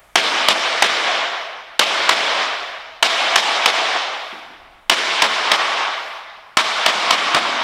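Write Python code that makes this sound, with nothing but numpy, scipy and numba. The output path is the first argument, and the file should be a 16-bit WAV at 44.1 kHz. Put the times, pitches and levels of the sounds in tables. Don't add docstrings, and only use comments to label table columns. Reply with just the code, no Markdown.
import sys
import numpy as np
from scipy import signal
from scipy.fft import rfft, irfft
from scipy.io import wavfile
from scipy.ndimage import map_coordinates
from numba import njit

SR = 44100
rng = np.random.default_rng(int(sys.argv[2]) if len(sys.argv) > 2 else 0)


def output_pcm(signal):
    pcm = np.clip(np.atleast_2d(signal).T, -1, 1) * 32767
    wavfile.write(sys.argv[1], SR, np.round(pcm).astype(np.int16))


N = 336483

# frequency in Hz, relative level per Hz in dB.
TOUCH_SPECTRUM = [(200, -20), (2000, -4), (6000, -1), (9000, 0), (12000, -2), (16000, -11)]


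def amp(db):
    return 10 ** (np.asarray(db) / 20)


def unit(x):
    return x / np.sqrt(np.mean(x ** 2) + 1e-20)


def along(points, hz):
    f, v = np.transpose(points)
    return np.interp(np.log(hz + 1), np.log(f + 1), v)


def hump(hz, centre_hz, width_hz):
    return 1 / (1 + (2 * (hz - centre_hz) / width_hz) ** 2)


def coloured(x, colour_db, size=8192):
    gain = unit(amp(colour_db(np.fft.rfftfreq(size, 1 / SR))))
    cepstrum = irfft(np.log(gain + 1e-6))
    cepstrum[1:size // 2] *= 2
    cepstrum[size // 2 + 1:] = 0
    impulse_response = irfft(np.exp(rfft(cepstrum)))[:size // 2]
    return signal.oaconvolve(x, impulse_response)[:len(x)]


def add(track, s, x):
    i = round(s * SR)
    x = x[max(-i, 0):N - i]
    track[max(i, 0):][:len(x)] += x


def patches(rows, columns):
    knots = rng.standard_normal((int(rows[-1]) + 2, int(columns[-1]) + 2))
    grid = np.meshgrid(rows, columns, indexing="ij")
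    return unit(map_coordinates(knots, grid, order=1))


def swells(events):
    t = np.arange(N) / SR
    return sum(amp(db) * np.exp(-(2 * (t - peak) / length) ** 2 / 2) for peak, length, db in events)


def burst(t, start, t60, rise=.0006):
    age = np.maximum(t - start, 0)
    shape = (1 - np.exp(-age / rise)) * amp(-60 * age / t60)
    return unit(shape * rng.standard_normal(len(t))) * np.sqrt(np.mean(shape ** 2))


def reverberation(t, clump_db=1.1, clump_hz=900, clump_time=.03):
    # frequency in Hz, time to fall by 60 dB in seconds.
    decay_times = [(55, .35), (78, .9), (120, .5), (220, 1.1), (450, 1.45), (660, 1.72), (1500, 1.68),
                   (2900, 1.46), (5500, 1.3), (8500, 1.02), (12000, .72), (16000, .42)]
    hz, age, noise = signal.stft(rng.standard_normal(len(t)), SR, nperseg=512)
    clumps = unit(amp(clump_db * patches(hz / clump_hz, age / clump_time)))
    decay = amp(-60 * age / along(decay_times, hz)[:, None])
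    return signal.istft(noise * clumps * decay, SR, nperseg=512)[1][:len(t)]


def blow_paths(t, bounce, crack_db=12.4, bounce_db=15.7, crack_t60=.023, wall_db=4, first_wall=.019,
               last_wall=.044, lull_db=-2, far_walls=.07, build=.005):
    # mean delay in seconds, mean level in dB.
    echoes = [(.0085, -15), (.0225, -11), (.031, -15), (.043, -12)]
    early = t[:SR // 8]
    straight = amp(crack_db) * burst(early, 0, crack_t60)
    crack = straight + amp(bounce_db) * burst(early, bounce, crack_t60)
    # (Hz, dB)
    unabsorbed = [(80, 2), (330, -1.5), (650, 1.5), (1000, 2.5), (2000, 0), (4000, .5), (8000, 6), (15000, 7)]
    crack = coloured(crack, lambda hz: along(unabsorbed, hz) + 2.5 * hump(hz, 2980, 300))
    walls = np.interp(t, [first_wall - .004, first_wall, last_wall, last_wall + .004, far_walls, far_walls + .004],
                      [0, wall_db, wall_db / 1.5, lull_db, lull_db, 0])
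    sound = amp(walls) * (1 - np.exp(-t / build)) * reverberation(t)
    add(sound, 0, crack)
    for delay, db in echoes:
        add(sound, delay + rng.normal(0, .0012), amp(db + rng.normal(0, 1.5)) * crack)
    return sound


def hammer(level_db=-6.1, thud_hz=300, bright_hz=3500, ripple_db=2, spacing_hz=22, ripple_top_hz=900):
    # start in seconds, relative force in dB, floor thud in dB,
    # brightness of contact in dB, plank resonance in Hz.
    blows = [ (-1.2, 1.5, 6, -5, 560), (.1557, .3, 2.5, .2, 380), (.4848, 0, -1, .5, 540),
             (.8227, 1.5, -.5, -2.3, 480), (1.793, .3, 1, .3, 560), (2.0917, .6, -1, -1.6, 560),
             (3.0261, .3, -2.5, 1, 720), (3.3579, 0, -3.5, 0, 780), (3.6586, -.7, -2, -1, 700),
             (4.8965, 0, .5, 2.3, 400), (5.2203, -.7, 0, -1.7, 1000), (5.5161, -1.6, -4, -2.5, 1100),
             (6.5699, -.5, -3, 1.8, 1120), (6.8612, -1, 4, -1, 1080), (7.1065, -1, 4, -2, 1120),
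             (7.3459, -1, 8, -4, 1080), ]
    # frequency in Hz, relative level per Hz in dB.
    knock_spectrum = [(30, -36), (100, -29), (200, -15.7), (340, -9.2), (500, -8), (700, -2.8), (1100, -2),
                      (1700, -2.8), (2700, -3.3), (3400, -2.3), (4500, -8.4), (5300, -9.5), (6800, -18.4),
                      (9000, -24), (11000, -34), (16000, -42)]
    # frequency in Hz, width
    # in Hz, lift in dB.
    modes = [(205, 30, 3), (660, 36, 4.5), (1130, 70, 3), (2240, 250, 2.8), (3040, 90, 3.5),
             (3700, 300, 1.5), (7190, 55, 5.5), (11950, 400, 3.5)]
    plank_db, plank_width = 3.5, .4
    bounce_s, bounce_scatter = .0024, .15
    track, t = np.zeros(N), np.arange(2 * SR) / SR
    for s, force_db, thud_db, bright_db, plank_hz in blows:
        bounce = bounce_s * np.exp(bounce_scatter * rng.standard_normal())
        strengths = rng.standard_normal(size=256)

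        def colour(hz):
            block = along(knock_spectrum, hz) + sum(db * hump(hz, f, w) for f, w, db in modes)
            plank = plank_db * hump(hz, plank_hz, plank_width * plank_hz)
            subfloor = thud_db / (1 + (hz / thud_hz) ** 4)
            contact = bright_db * hz ** 2 / (hz ** 2 + bright_hz ** 2)
            ripple = ripple_db * np.interp(hz / spacing_hz, np.arange(len(strengths)), strengths)
            ripple = ripple / (1 + (hz / ripple_top_hz) ** 2)
            return block + plank + subfloor + contact + ripple

        blow = coloured(blow_paths(t, bounce), colour)
        add(track, s, amp(level_db + force_db) * blow)
    return track


def background(hush_db=-60, still_hand_db=-60.5):
    # frequency in Hz, relative level per Hz in dB.
    hush_spectrum = [(30, -2), (200, -2), (650, -2), (2000, -13), (5000, -20), (9000, -20), (15000, -26)]
    # frequency in Hz, relative level per Hz in dB.
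    rumble_spectrum = [(15, 0), (35, -5), (70, -16), (150, -28), (400, -49), (2000, -90)]
    # peak time in seconds, length in seconds, level in dB.
    camera_moves = [(.1, .15, -51), (2.75, .5, -58), (4.76, .35, -50)]
    hush = coloured(rng.standard_normal(N), lambda hz: along(hush_spectrum, hz))
    rumble = coloured(rng.standard_normal(N), lambda hz: along(rumble_spectrum, hz))
    return amp(hush_db) * hush + (amp(still_hand_db) + swells(camera_moves)) * rumble


def clothes():
    # peak time in seconds, length in seconds, level in dB.
    rustles = [(.05, .3, -62), (1.35, .25, -62), (2.55, .35, -61), (4.28, .3, -60), (6.07, .22, -58)]
    rustle = coloured(rng.standard_normal(N), lambda hz: along(TOUCH_SPECTRUM, hz))
    return swells(rustles) * rustle


def contacts(events, spectrum, t60, room_db):
    track, t = np.zeros(N), np.arange(SR) / SR
    for s, db in events:
        sound = burst(t, 0, t60) + amp(room_db) * reverberation(t)
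        add(track, s, amp(db) * coloured(sound, lambda hz: along(spectrum, hz)))
    return track


def scene():
    # start in seconds, level in dB.
    edge_touches = [(.128, -60), (4.321, -65), (4.822, -64), (5.972, -56)]
    # start in seconds, level in dB.
    knee_bumps = [(4.325, -37), (4.5, -45)]
    # frequency in Hz, relative level per Hz in dB.
    bump_spectrum = [(40, -26), (120, -17), (230, -4), (340, 0), (480, -12), (1500, -30), (8000, -55)]
    touches = contacts(edge_touches, TOUCH_SPECTRUM, t60=.04, room_db=-10)
    bumps = contacts(knee_bumps, bump_spectrum, t60=.15, room_db=-10)
    return (hammer() + background() + clothes() + touches + bumps)[None]


@njit
def ducking(excess, grab, recover, hold):
    cut, now, wait = np.zeros(len(excess)), 0.0, 0.0
    for i in range(len(excess)):
        if excess[i] > now:
            now += grab * (excess[i] - now)
            wait = hold
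        elif wait > 0:
            wait -= 1
        else:
            now = max(now - recover, 0.0)
        cut[i] = now
    return cut


def record(dry, threshold_db=-13.6, attack=.005, hold=.013, release_db_per_s=41.5, low_cut_hz=60, top_hz=16000):
    x = dry[0]
    power = signal.lfilter(*signal.butter(1, 120, fs=SR), x ** 2)
    excess = 10 * np.log10(np.abs(power) + 1e-12) - threshold_db
    cut_db = ducking(excess, 1 / (attack * SR), release_db_per_s / SR, hold * SR)
    clipped = np.clip(x * amp(-cut_db), -1, 1)
    lean = signal.lfilter(*signal.butter(1, low_cut_hz, "highpass", fs=SR), clipped)
    band_limit = 1 / (1 + (np.fft.rfftfreq(N, 1 / SR) / top_hz) ** 80)
    return irfft(rfft(lean) * band_limit, N)[None]


dry = scene()
out = record(dry)
output_pcm(out)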